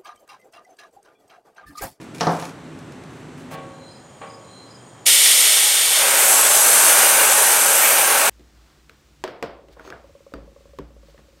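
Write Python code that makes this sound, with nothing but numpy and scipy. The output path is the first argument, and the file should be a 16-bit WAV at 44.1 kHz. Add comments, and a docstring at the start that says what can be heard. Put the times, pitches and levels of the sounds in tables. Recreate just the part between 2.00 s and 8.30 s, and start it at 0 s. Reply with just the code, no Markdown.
"""A plastic bag crinkles in a humming garage and a tool in it knocks on a plastic grating: clicks set it ringing.
The room fades into a driveway with a far motor, insects and a bird, made from narrow noise and gliding sines.
A folded steel part is scuffed and bumped, so its modes ring; then a sandblasting gun opens with a hiss of noise.
As the jet sweeps over the part, the hiss gains wandering resonances and random grit clicks make the steel roar."""
import sys
import numpy as np
from scipy import signal
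from scipy.fft import rfft, irfft, next_fast_len
from scipy.io import wavfile
from scipy.ndimage import map_coordinates

SR = 44100
rng = np.random.default_rng(int(sys.argv[2]) if len(sys.argv) > 2 else 0)


def materialize(psi):
    """Save the field psi as 16-bit PCM at rate SR to the path in sys.argv[1].

    A 1-D psi becomes a single channel; in a 2-D psi each row is a channel.
    """
    bounded = np.clip(np.atleast_2d(psi).T, -1, 1)
    quanta = np.round(bounded * 32767).astype(np.int16)
    wavfile.write(sys.argv[1], SR, quanta)


N = 277692
TIME = np.arange(N) / SR   # seconds

# Levels in the tables are relative: each function adds its own gain in dB.
# In spectra, level_db is the power in each Hz of pitch; only the shape counts.


def from_db(db):
    """Turn decibels into a plain multiplier."""
    return 10 ** (np.asarray(db) / 20)


def rms_one(x):
    """Scale a signal to an average strength (rms) of 1."""
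    return x / np.sqrt(np.mean(x ** 2) + 1e-20)


def in_time(rows):
    """Join the points of a table with straight lines: each column at every sample."""
    times, *columns = np.transpose(rows)
    return [np.interp(TIME, times, column) for column in columns]


def coloured(x, spectrum):
    """Filter x to a spectrum with unit power gain, without sounding early (minimum phase)."""
    size = next_fast_len(len(x) + 4096)
    hz, db = np.transpose(spectrum)
    log_pitch = np.log(np.fft.rfftfreq(size, 1 / SR) + 1)
    gain = rms_one(from_db(np.interp(log_pitch, np.log(hz), db)))
    # folding the cepstrum forward in time gives the minimum phase
    cepstrum = irfft(np.log(gain), size)
    cepstrum[1:size // 2] *= 2
    cepstrum[size // 2 + 1:] = 0
    response = np.exp(rfft(cepstrum))
    return irfft(rfft(x, size) * response, size)[:len(x)]


def noise(spectrum):
    """Steady random noise with a given spectrum; rms 1."""
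    return rms_one(coloured(rng.standard_normal(N), spectrum))


def low_pass(x, hz, order=2):
    """Keep the pitches below hz."""
    sections = signal.butter(order, min(hz, .45 * SR), fs=SR, output="sos")
    return signal.sosfilt(sections, x + 1e-18)


def high_pass(x, hz):
    """Keep the pitches above hz."""
    return signal.sosfilt(signal.butter(2, hz, "high", fs=SR, output="sos"), x + 1e-18)


def drift(hz):
    """Random wandering, mostly slower than hz; rms 1."""
    settled = low_pass(rng.standard_normal(N + SR), hz)[SR:]   # drop the filter's first second
    return rms_one(settled)


def resonance(hz, width_hz):
    """Turbulence ringing in one resonance, whose centre may move; rms 1."""
    phase = 2 * np.pi * np.cumsum(hz * np.ones(N)) / SR
    return rms_one(drift(width_hz / 2) * np.cos(phase) + drift(width_hz / 2) * np.sin(phase))


def ring(x, hz, t60):
    """Each unit click starts a sine of height 1 that dies by 60 dB in t60 seconds."""
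    radius, angle = from_db(-60 / (t60 * SR)), 2 * np.pi * hz / SR
    return signal.lfilter([0, np.sin(angle)], [1, -2 * radius * np.cos(angle), radius * radius], x + 1e-18)


def grains(per_s, spread_db):
    """Random clicks of uneven size and either sign; rms 1."""
    sizes = from_db(spread_db * np.minimum(rng.exponential(1, N), 4))
    signed = sizes * rng.choice([-1, 1], N)
    return rms_one(signed * (rng.random(N) < per_s / SR))


def contacts(rows):
    """One short push for each blow; softer contacts are duller."""
    force = np.zeros(N)
    for start_s, level_db, brightness_hz in rows:
        at = int(start_s * SR)
        force[at:at + 512] += from_db(level_db) * low_pass(signal.unit_impulse(512), brightness_hz)
    return force


def tail(x, t60):
    """Spread x into a dense random tail that dies by 60 dB in t60 seconds; unit energy."""
    t = TIME[:SR]
    response = rng.standard_normal(SR) * from_db(-60 * t / t60)
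    return signal.fftconvolve(x, response / np.linalg.norm(response))[:N]


def burst(start, length, attack, release):
    """Loudness shape: a quick rise that ends at start, a hold and an exponential release."""
    rise = np.clip((TIME - start) / attack + 1, 0, 1)
    return rise * np.exp(-np.maximum(TIME - start - length, 0) / release)


TRIGGER_S, VALVE_S = 3.051, .015   # the gun starts to open, and how long opening takes


def valve():
    """How far the gun is open, 0 to 1: slowly at first, then fast."""
    return np.clip((TIME - TRIGGER_S) / VALVE_S, 0, 1) ** 3


# spectrum of the garage air: pitch_hz, level_db
GARAGE_SPECTRUM = [(18, -38), (30, -29), (141, -1.5), (204, -6.5), (259, -2.5), (616, -13.5), (1040, -16.5),
                   (1130, -16.5), (1720, -19.5), (4420, -31), (4910, -35), (6380, -32.5), (6900, -36),
                   (7670, -31.5), (16000, -59)]
# spectrum of the open air: pitch_hz, level_db
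OUTDOOR_SPECTRUM = [(30, -36), (70, -16.5), (120, -2.5), (290, -7.5), (560, -9.5), (1000, -12), (2600, -25),
                    (4400, -28), (6000, -30.5), (9000, -28), (10000, -40), (16000, -51)]
# hum of the garage: pitch_hz, width_hz, level_db
GARAGE_HUM_TONES = [(156, 10, -13.5), (258, 20, -12), (325.5, 10.7, -14)]
# a far motor, then two insect tones: pitch_hz, width_hz, level_db
MOTOR_AND_INSECTS = [(118, 17, -17), (3200, 120, -23.5), (6870, 220, -18.5)]
FADE_START_S, FADE_END_S = 1.51, 2.12   # the garage fades into the driveway
GARAGE_DB, OUTDOOR_DB = -36, -41
UNDER_BLAST_DB = -12.5   # the background sinks by this much once the gun opens


def background(insect_db=-22.5, throb_hz=3.2):
    """Garage hum gives way to open air with a far motor and shrilling insects, all random noise."""
    outside = np.interp(TIME, [FADE_START_S, FADE_END_S], [0, 1])
    garage = 0.63 * noise(GARAGE_SPECTRUM)
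    garage += sum(from_db(db) * resonance(hz, width) for hz, width, db in GARAGE_HUM_TONES)
    outdoors = 0.6 * noise(OUTDOOR_SPECTRUM)
    outdoors += sum(from_db(db) * resonance(hz, width) for hz, width, db in MOTOR_AND_INSECTS)
    throb = 1 + 0.42 * np.cos(2 * np.pi * throb_hz * (TIME - 2.87))
    insects = from_db(insect_db) * resonance(8600, 550) * throb
    outdoor_level = from_db(OUTDOOR_DB + UNDER_BLAST_DB * valve())
    return (1 - outside) * from_db(GARAGE_DB) * garage + np.sqrt(outside) * outdoor_level * (outdoors + insects)


# the bag is gripped, pressed down and settles: start_s, length_s, level_db
BAG_RUSTLES = [(0.008, 0.031, -57), (0.148, 0.058, -52), (0.2, 0.074, -47), (0.306, 0.061, -48),
               (.395, 0.055, -48), (1.108, .1, -64), (1.378, .02, -56.5)]
# sharp snaps of the film: start_s, level_db
BAG_SNAPS = [(0.0144, -31), (0.1471, -26), (0.1825, -24), (0.3977, -24), (0.4532, -19), (0.4934, -27),
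             (0.7896, -31), (0.9213, -31), (1.0375, -33)]
# spectrum of the plastic film: pitch_hz, level_db
BAG_SPECTRUM = [(800, -5), (2500, 9), (4500, 2.5), (6700, 5), (10000, 0.5), (15500, -12)]
RUSTLE_ATTACK_S, RUSTLE_RELEASE_S = .006, 0.034


def bag(crinkle_db=3.0, snap_db=0.0):
    """Creases of plastic film buckle: fine crinkle and a few sharp snaps."""
    handling = sum(from_db(db + crinkle_db) * burst(start, length, RUSTLE_ATTACK_S, RUSTLE_RELEASE_S)
                   for start, length, db in BAG_RUSTLES)
    crinkle = grains(per_s=1300, spread_db=2.5) * handling
    snaps = from_db(snap_db) * contacts([(start, db, 14000) for start, db in BAG_SNAPS])
    film = coloured(crinkle + snaps + 1.7 * tail(snaps, t60=0.028), BAG_SPECTRUM)
    return film + .5 * tail(film, t60=0.23)


# the tool landing on the grating: start_s, level_db, brightness_hz of the contact
TOOL_KNOCKS = [(.2090, -13.5, 7000), (.2135, -22.5, 7000), (.231, -21.5, 5000), (.2692, -8, 1160),
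               (.2695, -21, 6000), (.294, -17.5, 2020), (.316, -22, 900), (.336, -38, 800),
               (.400, -36, 7000), (.425, -26, 4000)]
# spectrum of the knocks: pitch_hz, level_db
KNOCK_SPECTRUM = [(35, -48), (90, -36), (170, -2), (440, 3), (850, 4), (1400, 0.5), (1950, -4.5),
                  (2600, -13), (4200, -9.5), (5900, -4), (7200, -17), (15000, -25)]
# ringing modes of the grating: pitch_hz, level_db, ring_s to die by 60 dB (before a cap of 0.6 s)
GRATING_MODES = [(167, 5.5, 0.3), (284.4, -8, 2.2), (473, -8, 1.1), (556, -9, 0.68), (656, -22, 0.33),
                 (726, -9, 0.29), (726, -18, 0.59), (818, -21, 0.38), (893, -28, 0.41), (1110, -11, 0.11),
                 (1174, -22, 0.66), (1440, -19, 0.23), (1700, -30, 0.31), (1660, -27, 0.97)]
DIRECT_DB = 11.5


def tool_set_down(rattle_db=21.0, modes_db=-15.0, room_db=23.5):
    """The tool lands and rocks; the bars rattle, the grating rings and the garage answers."""
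    force = contacts(TOOL_KNOCKS)
    crack = coloured(force, KNOCK_SPECTRUM)
    rattle = from_db(rattle_db) * tail(crack, t60=0.038)
    modes = sum(from_db(db) * ring(force, hz, min(ring_s, .6)) for hz, db, ring_s in GRATING_MODES)
    body = from_db(modes_db) * high_pass(modes, hz=113)   # an open grating radiates little bass
    garage = from_db(room_db) * low_pass(tail(crack, t60=.48), 3500, order=1)
    return from_db(DIRECT_DB) * crack + rattle + body + garage


# spectrum of the scuff: pitch_hz, level_db
SCUFF_SPECTRUM = [(800, -6), (2500, 5), (4500, 3), (7000, 1), (11000, 0), (15500, -5)]
SCUFF_S, SCUFF_LENGTH_S, SCUFF_DB = 1.516, 0.03, -45


def scuff():
    """The first bump drags briefly over the steel: a burst of gritty clicks."""
    slide = burst(SCUFF_S, SCUFF_LENGTH_S, attack=.012, release=.008)
    return from_db(SCUFF_DB) * coloured(grains(per_s=5000, spread_db=2.5) * slide, SCUFF_SPECTRUM)


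# bumps: start_s, level_db, brightness_hz of the clatter, favoured_hz (pitch the struck spot favours)
STEEL_BUMPS = [(1.509, -39, 3000, 700), (1.527, -38, 3400, 700), (1.545, -42, 3400, 470),
               (1.785, -50, 600, 600), (2.215, -36, 2600, 1080)]
# spectrum of the clatter: pitch_hz, level_db
CLATTER_SPECTRUM = [(150, -21), (450, -6), (750, 1), (1300, 1), (2400, -1), (4000, -2), (7000, -29)]
# ringing modes of the part, also played by the grit:
# pitch_hz, grit_level_db, bump_level_db, ring_s to die by 60 dB when bumped
STEEL_MODES = [(420.0, -7.0, -20, 0.6), (463.0, -12.0, -10, 1.3), (543.0, -3.0, -7, 1.9),
               (564.0, -1.0, -18, 0.6), (614.0, -4.0, -9, 0.8), (652.0, -3.0, -12, 0.5),
               (762.0, -1.0, -6, 0.9), (795.0, -1.0, -10, 0.6), (847.0, 0.0, -16, 0.5),
               (892.0, -3.0, -15, 0.4), (915.0, -3.0, -13, 1.3), (957.0, -1.0, -23, 0.5),
               (1082.0, -4.0, -11, 0.7), (1114.0, -2.0, -7, 1.1), (1192.0, -6.0, -13, 0.9),
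               (1275.0, -2.0, -21, 0.4), (1343.0, -3.0, -17, 0.7), (1437.0, -2.0, -24, 0.4),
               (1507.0, -1.0, -26, 0.4), (1561.0, -2.0, -16, 0.4), (1595.0, -1.0, -14, 0.6),
               (1675.0, -3.0, -20, 0.4), (1846.0, -2.0, -21, 0.4), (1992.0, -10.0, -19, 0.5),
               (2120.0, -8.0, -32, 0.4), (2281.0, -4.0, -23, 0.4), (2342.0, -7.0, -13, 0.45),
               (2412.0, -6.0, -23, 0.35), (2595.0, -5.0, -21, 0.35), (2848.0, -5.0, -21, 0.3)]
CLATTER_DB, CLATTER_T60_S, BUMP_MODES_DB = 28.5, .5, 2
SPOT_DB_PER_OCTAVE = 2   # modes lose this much per octave away from the favoured pitch


def steel_bumps():
    """Light knocks leave the steel ringing: clear low modes over a wash of crowded ones."""
    knocks = contacts([row[:3] for row in STEEL_BUMPS])
    clatter = tail(coloured(knocks, CLATTER_SPECTRUM), t60=CLATTER_T60_S)
    times, blow_db, _, favoured_hz = np.transpose(STEEL_BUMPS)
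    modes = np.zeros(N)
    for hz, _, db, ring_s in STEEL_MODES:
        # each blow lands on another spot, so it drives each mode with its own strength and sign
        octaves_away = np.abs(np.log2(hz / favoured_hz))
        spot_db = rng.normal(0, 2.2, len(times)) - SPOT_DB_PER_OCTAVE * octaves_away
        signs = rng.choice([-1, 1], len(times))
        force = np.zeros(N)
        force[(times * SR).astype(int)] = signs * from_db(blow_db + db + spot_db)
        modes += ring(force, hz, ring_s)
    return from_db(BUMP_MODES_DB) * modes + from_db(CLATTER_DB) * clatter


def note(start, length, hz, glide_hz, vibrato_hz):
    """One whistle that swells and fades while its pitch glides by glide_hz in all."""
    progress = np.clip((TIME - start) / length, 0, 1)
    pitch_hz = hz + glide_hz * (progress - .5) + vibrato_hz
    return np.sin(np.pi * progress) * np.sin(2 * np.pi * np.cumsum(pitch_hz) / SR)


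# the long buzzy notes: start_s, length_s, level_db
BUZZY_NOTES = [(1.705, 0.316, -51), (2.426, 0.307, -51)]
# groups of three pips: start_s, level_db
PIP_TRIPLETS = [(1.877, -53), (2.265, -51.5), (2.673, -50.5)]
# the pips of every triplet: delay_s, pitch_hz, level_db
TRIPLET_PIPS = [(0, 4870, -5), (.029, 4970, 3), (.070, 5000, 3)]
BUZZ_HZ, BUZZ_RISE_HZ = 4050, 78.5
PIP_S, PIP_FALL_HZ = 0.023, 280


def bird(buzz_hz=72.0, swing_hz=110.0, waver_db=2.5, echo=0.71):
    """A distant bird: buzzy notes and triplets of falling pips, blurred by the yard."""
    buzz = np.sin(2 * np.pi * np.cumsum(buzz_hz * (1 + 0.258 * drift(32.7))) / SR)
    waver = from_db(waver_db * drift(40)) * (1 + .5 * buzz)
    song = waver * sum(from_db(db) * note(start, length, BUZZ_HZ, BUZZ_RISE_HZ, swing_hz * buzz)
                       for start, length, db in BUZZY_NOTES)
    song += sum(from_db(db + pip_db) * note(start + delay, PIP_S, hz, -PIP_FALL_HZ, 0)
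                for start, db in PIP_TRIPLETS for delay, hz, pip_db in TRIPLET_PIPS)
    return song + echo * tail(song, t60=0.44)


# spectrum of the free jet: pitch_hz, level_db
JET_SPECTRUM = [(50, -45), (150, -37), (300, -16.5), (600, -9), (1030, -22), (1600, -14), (2100, -2),
                (3200, -1.5), (4300, -1.5), (7000, 2), (9300, 3.5), (10200, -2), (12200, 0), (14300, -12.5),
                (15700, -15)]
# resonances of the gun and its nozzle: pitch_hz, width_hz, level_db
NOZZLE_RESONANCES = [(1343, 160, -18), (1995, 330, -9), (2270, 110, -9.5), (2883, 440, -6.5),
                     (3158, 310, -5.5), (3544, 330, -3), (4000, 160, -11), (4425, 270, -8.5),
                     (5195, 260, -9), (5830, 390, -14), (6910, 250, -12.5), (7140, 280, -24),
                     (8910, 1000, 1.5), (9550, 140, -7.5), (10980, 780, -5), (12400, 330, -23),
                     (13100, 370, -11)]


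def free_jet(hiss_db=5.5, nozzle_db=-1.0):
    """Turbulent air, coloured by the resonances of the gun."""
    hiss = from_db(hiss_db) * noise(JET_SPECTRUM)
    nozzle = sum(from_db(db) * resonance(hz, width) for hz, width, db in NOZZLE_RESONANCES)
    return hiss + from_db(nozzle_db) * nozzle


# spectrum of the broad roar: pitch_hz, level_db
ROAR_SPECTRUM = [(20, -46), (40, -49), (150, -18.5), (300, -9.5), (560, 2.5), (690, 0), (820, -0.5),
                 (1040, 0), (1600, 2.5), (1950, -2.5), (2800, -2), (3500, -7.5), (7000, -11.5)]
GRIT_DAMPING = .45   # under grit, the modes ring for this share of their ring_s


def grit_on_steel(modes_db=-3.0, roar_db=0.0):
    """Thousands of grains a second drum on the part, whose modes stand out of a broad roar."""
    modes = sum(from_db(db) * rms_one(ring(grains(per_s=6000, spread_db=3.0), hz, GRIT_DAMPING * ring_s))
                for hz, db, _, ring_s in STEEL_MODES)
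    radiated = rms_one(high_pass(modes, hz=260))   # the ringing modes are kept above 260 Hz
    roar = coloured(grains(per_s=14000, spread_db=3.5), ROAR_SPECTRUM)
    return from_db(modes_db) * radiated + from_db(roar_db) * roar


# main resonance of the air gap between nozzle and steel, lower as the gap opens: time_s, pitch_hz
GAP_PITCH_CURVE = [(4.0, 8890), (4.24, 8480), (4.33, 8110), (5.19, 8990), (5.29, 8230), (5.46, 8710),
                   (5.69, 8340), (6.13, 9180), (6.3, 8200)]
# the whistling upper resonance: time_s, level_db
WHISTLE_CURVE = [(4.1, -29), (4.28, -25), (4.31, -18.5), (4.57, -22.5), (4.76, -20.5), (4.93, -32),
                 (5.48, -20.5), (5.59, -25), (5.78, -21), (5.81, -27), (6.3, -30)]
# the shrill top, which a rasp in the middle follows: time_s, level_db
SHRILL_CURVE = [(4.0, -28), (4.08, -30), (4.22, -21.5), (4.38, -31), (4.43, -34), (4.57, -45),
                (4.67, -29.5), (5.25, -24.5), (5.34, -46), (5.51, -25), (5.62, -37), (5.85, -19),
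                (6.03, -27), (6.3, -31)]
WHISTLE_HZ, SHRILL_HZ, RASP_HZ = 11060, 13450, 2332


def gap_tones(hiss_db, main_db=-4.0, whistle_db=-1.0, shrill_db=-0.5, rasp_db=-3.0, wander_hz=131.2):
    """Broad resonances that wander and swell as the nozzle moves along the steel."""
    (gap_hz,) = in_time(GAP_PITCH_CURVE)
    (whistle_level,) = in_time(WHISTLE_CURVE)
    (shrill_level,) = in_time(SHRILL_CURVE)
    wander = wander_hz * drift(3)
    main = from_db(hiss_db + main_db) * resonance(gap_hz, 1330)
    whistle = from_db(whistle_level + whistle_db) * resonance(WHISTLE_HZ + wander, 820)
    shrill = from_db(shrill_db) * resonance(SHRILL_HZ + wander, 750)
    rasp = from_db(rasp_db) * resonance(RASP_HZ, 840)
    return main + whistle + from_db(shrill_level) * (shrill + rasp)


# the bounce off the concrete shifts as the hand sways
GROUND_ECHO_S, ECHO_SWAY_S, SWAY_HZ, GROUND_SHARE = .0011, .00012, 1.43, 0.26


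def over_concrete(x):
    """Direct sound plus one ground bounce: a comb of peaks that sweeps as the nozzle sways."""
    lag = (GROUND_ECHO_S + ECHO_SWAY_S * drift(SWAY_HZ)) * SR   # in samples
    bounce = map_coordinates(x, [np.arange(N) - lag], order=3)
    return (x + GROUND_SHARE * bounce) / np.hypot(1, GROUND_SHARE)


# the hiss, which changes as the gun is turned: time_s, level_db
HISS_CURVE = [(3.1, -13), (3.12, -13.5), (3.41, -14), (3.85, -19.5), (4.2, -14.5), (4.3, -14), (4.92, -13),
              (5.13, -14.5), (5.16, -15.5), (5.89, -16), (6.29, -19.5), (6.3, -19)]
# the grit striking the steel: time_s, level_db
GRIT_CURVE = [(3.1, -36.5), (3.59, -30.5), (3.88, -33), (4.03, -23), (4.37, -20.5), (4.44, -22),
              (4.98, -18.5), (5.7, -21), (6.3, -18.5)]
# spectrum of the spray thrown off the steel: pitch_hz, level_db
SPRAY_SPECTRUM = [(1500, -46), (2600, -16), (3600, -4.5), (5500, -2), (6100, 6), (6700, 3), (7300, 5),
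                  (9000, 1), (11000, 6), (12600, 0.5), (13600, -1), (14400, -30), (15700, -9)]
LOUD_START_DB, SETTLE_S = 3.8, .018   # the level overshoots as the gun opens, and how fast it settles
GRAZING_DB, FULL_HIT_DB = -26.0, -21   # grit level where the jet first touches, and where all of it lands
# free jet: level, share of the hiss's swing, loss when all of it lands
JET_DB, JET_FOLLOWS, JET_BLOCKED_DB = -10, 0.72, 12.5
RIM_HZ, RIM_WIDTH_HZ, RIM_DB = 2360, 750, -28   # the jet tears on the rim while only partly on the steel


def sandblaster(spray_db=-2.5, grit_db=0.0, flutter_db=0.42):
    """The level overshoots by a few dB as the gun opens and settles within hundredths of a second; uneven grit
    feed flutters it, and the more of the jet lands on steel, the more its free hiss turns into spray."""
    (hiss_level,) = in_time(HISS_CURVE)
    (grit_level,) = in_time(GRIT_CURVE)
    # share of the jet that lands on the part, 0 to 1
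    landing = np.clip((grit_level - GRAZING_DB) / (FULL_HIT_DB - GRAZING_DB), 0, 1)
    since = np.maximum(TIME - TRIGGER_S, 0)
    loud_start_db = LOUD_START_DB * np.exp(-since / SETTLE_S)
    blast_level = valve() * from_db(loud_start_db + flutter_db * drift(35))
    jet = from_db(JET_DB + JET_FOLLOWS * hiss_level - JET_BLOCKED_DB * landing ** 2) * free_jet()
    spray = from_db(hiss_level + spray_db) * noise(SPRAY_SPECTRUM)
    deflected = landing * over_concrete(spray + gap_tones(hiss_level))
    rim = from_db(RIM_DB) * np.sin(np.pi * landing) * resonance(RIM_HZ, RIM_WIDTH_HZ)
    grit = from_db(grit_level + grit_db) * grit_on_steel()
    return blast_level * (jet + rim + deflected + grit)


# spectrum of the left-right difference made from the steel and blast sounds: pitch_hz, level_db
SIDE_SPECTRUM = [(60, -12), (250, -32), (1000, 5.5), (2800, -28), (4200, 7.5), (6000, 16.5), (9000, 14.5),
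                 (11000, -12), (16000, -27)]


def scene(width_db=-30.5, garage_width_db=-30.0, diffuse_db=-15.5):
    """All sources are centred; a faint diffuse noise made from each widens the stereo."""
    around = background() + bird()
    indoors = bag() + tool_set_down()
    work = scuff() + steel_bumps() + sandblaster()
    side = from_db(width_db) * coloured(tail(work, t60=0.11), SIDE_SPECTRUM)
    garage_side = from_db(garage_width_db) * tail(indoors, t60=0.11)
    around_side = from_db(diffuse_db) * tail(around, t60=0.061)
    side += high_pass(garage_side + around_side, hz=227)
    mid = indoors + work + around
    return np.array([mid + side, mid - side])


CUTOFF_HZ = 15700


def record(dry):
    """The highest peaks are clipped, then the treble above the cutoff is removed."""
    clipped = np.clip(dry, -.92, .92)
    return signal.sosfilt(signal.ellip(10, .1, 100, CUTOFF_HZ, fs=SR, output="sos"), clipped)


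dry = scene()
out = record(dry)
materialize(out)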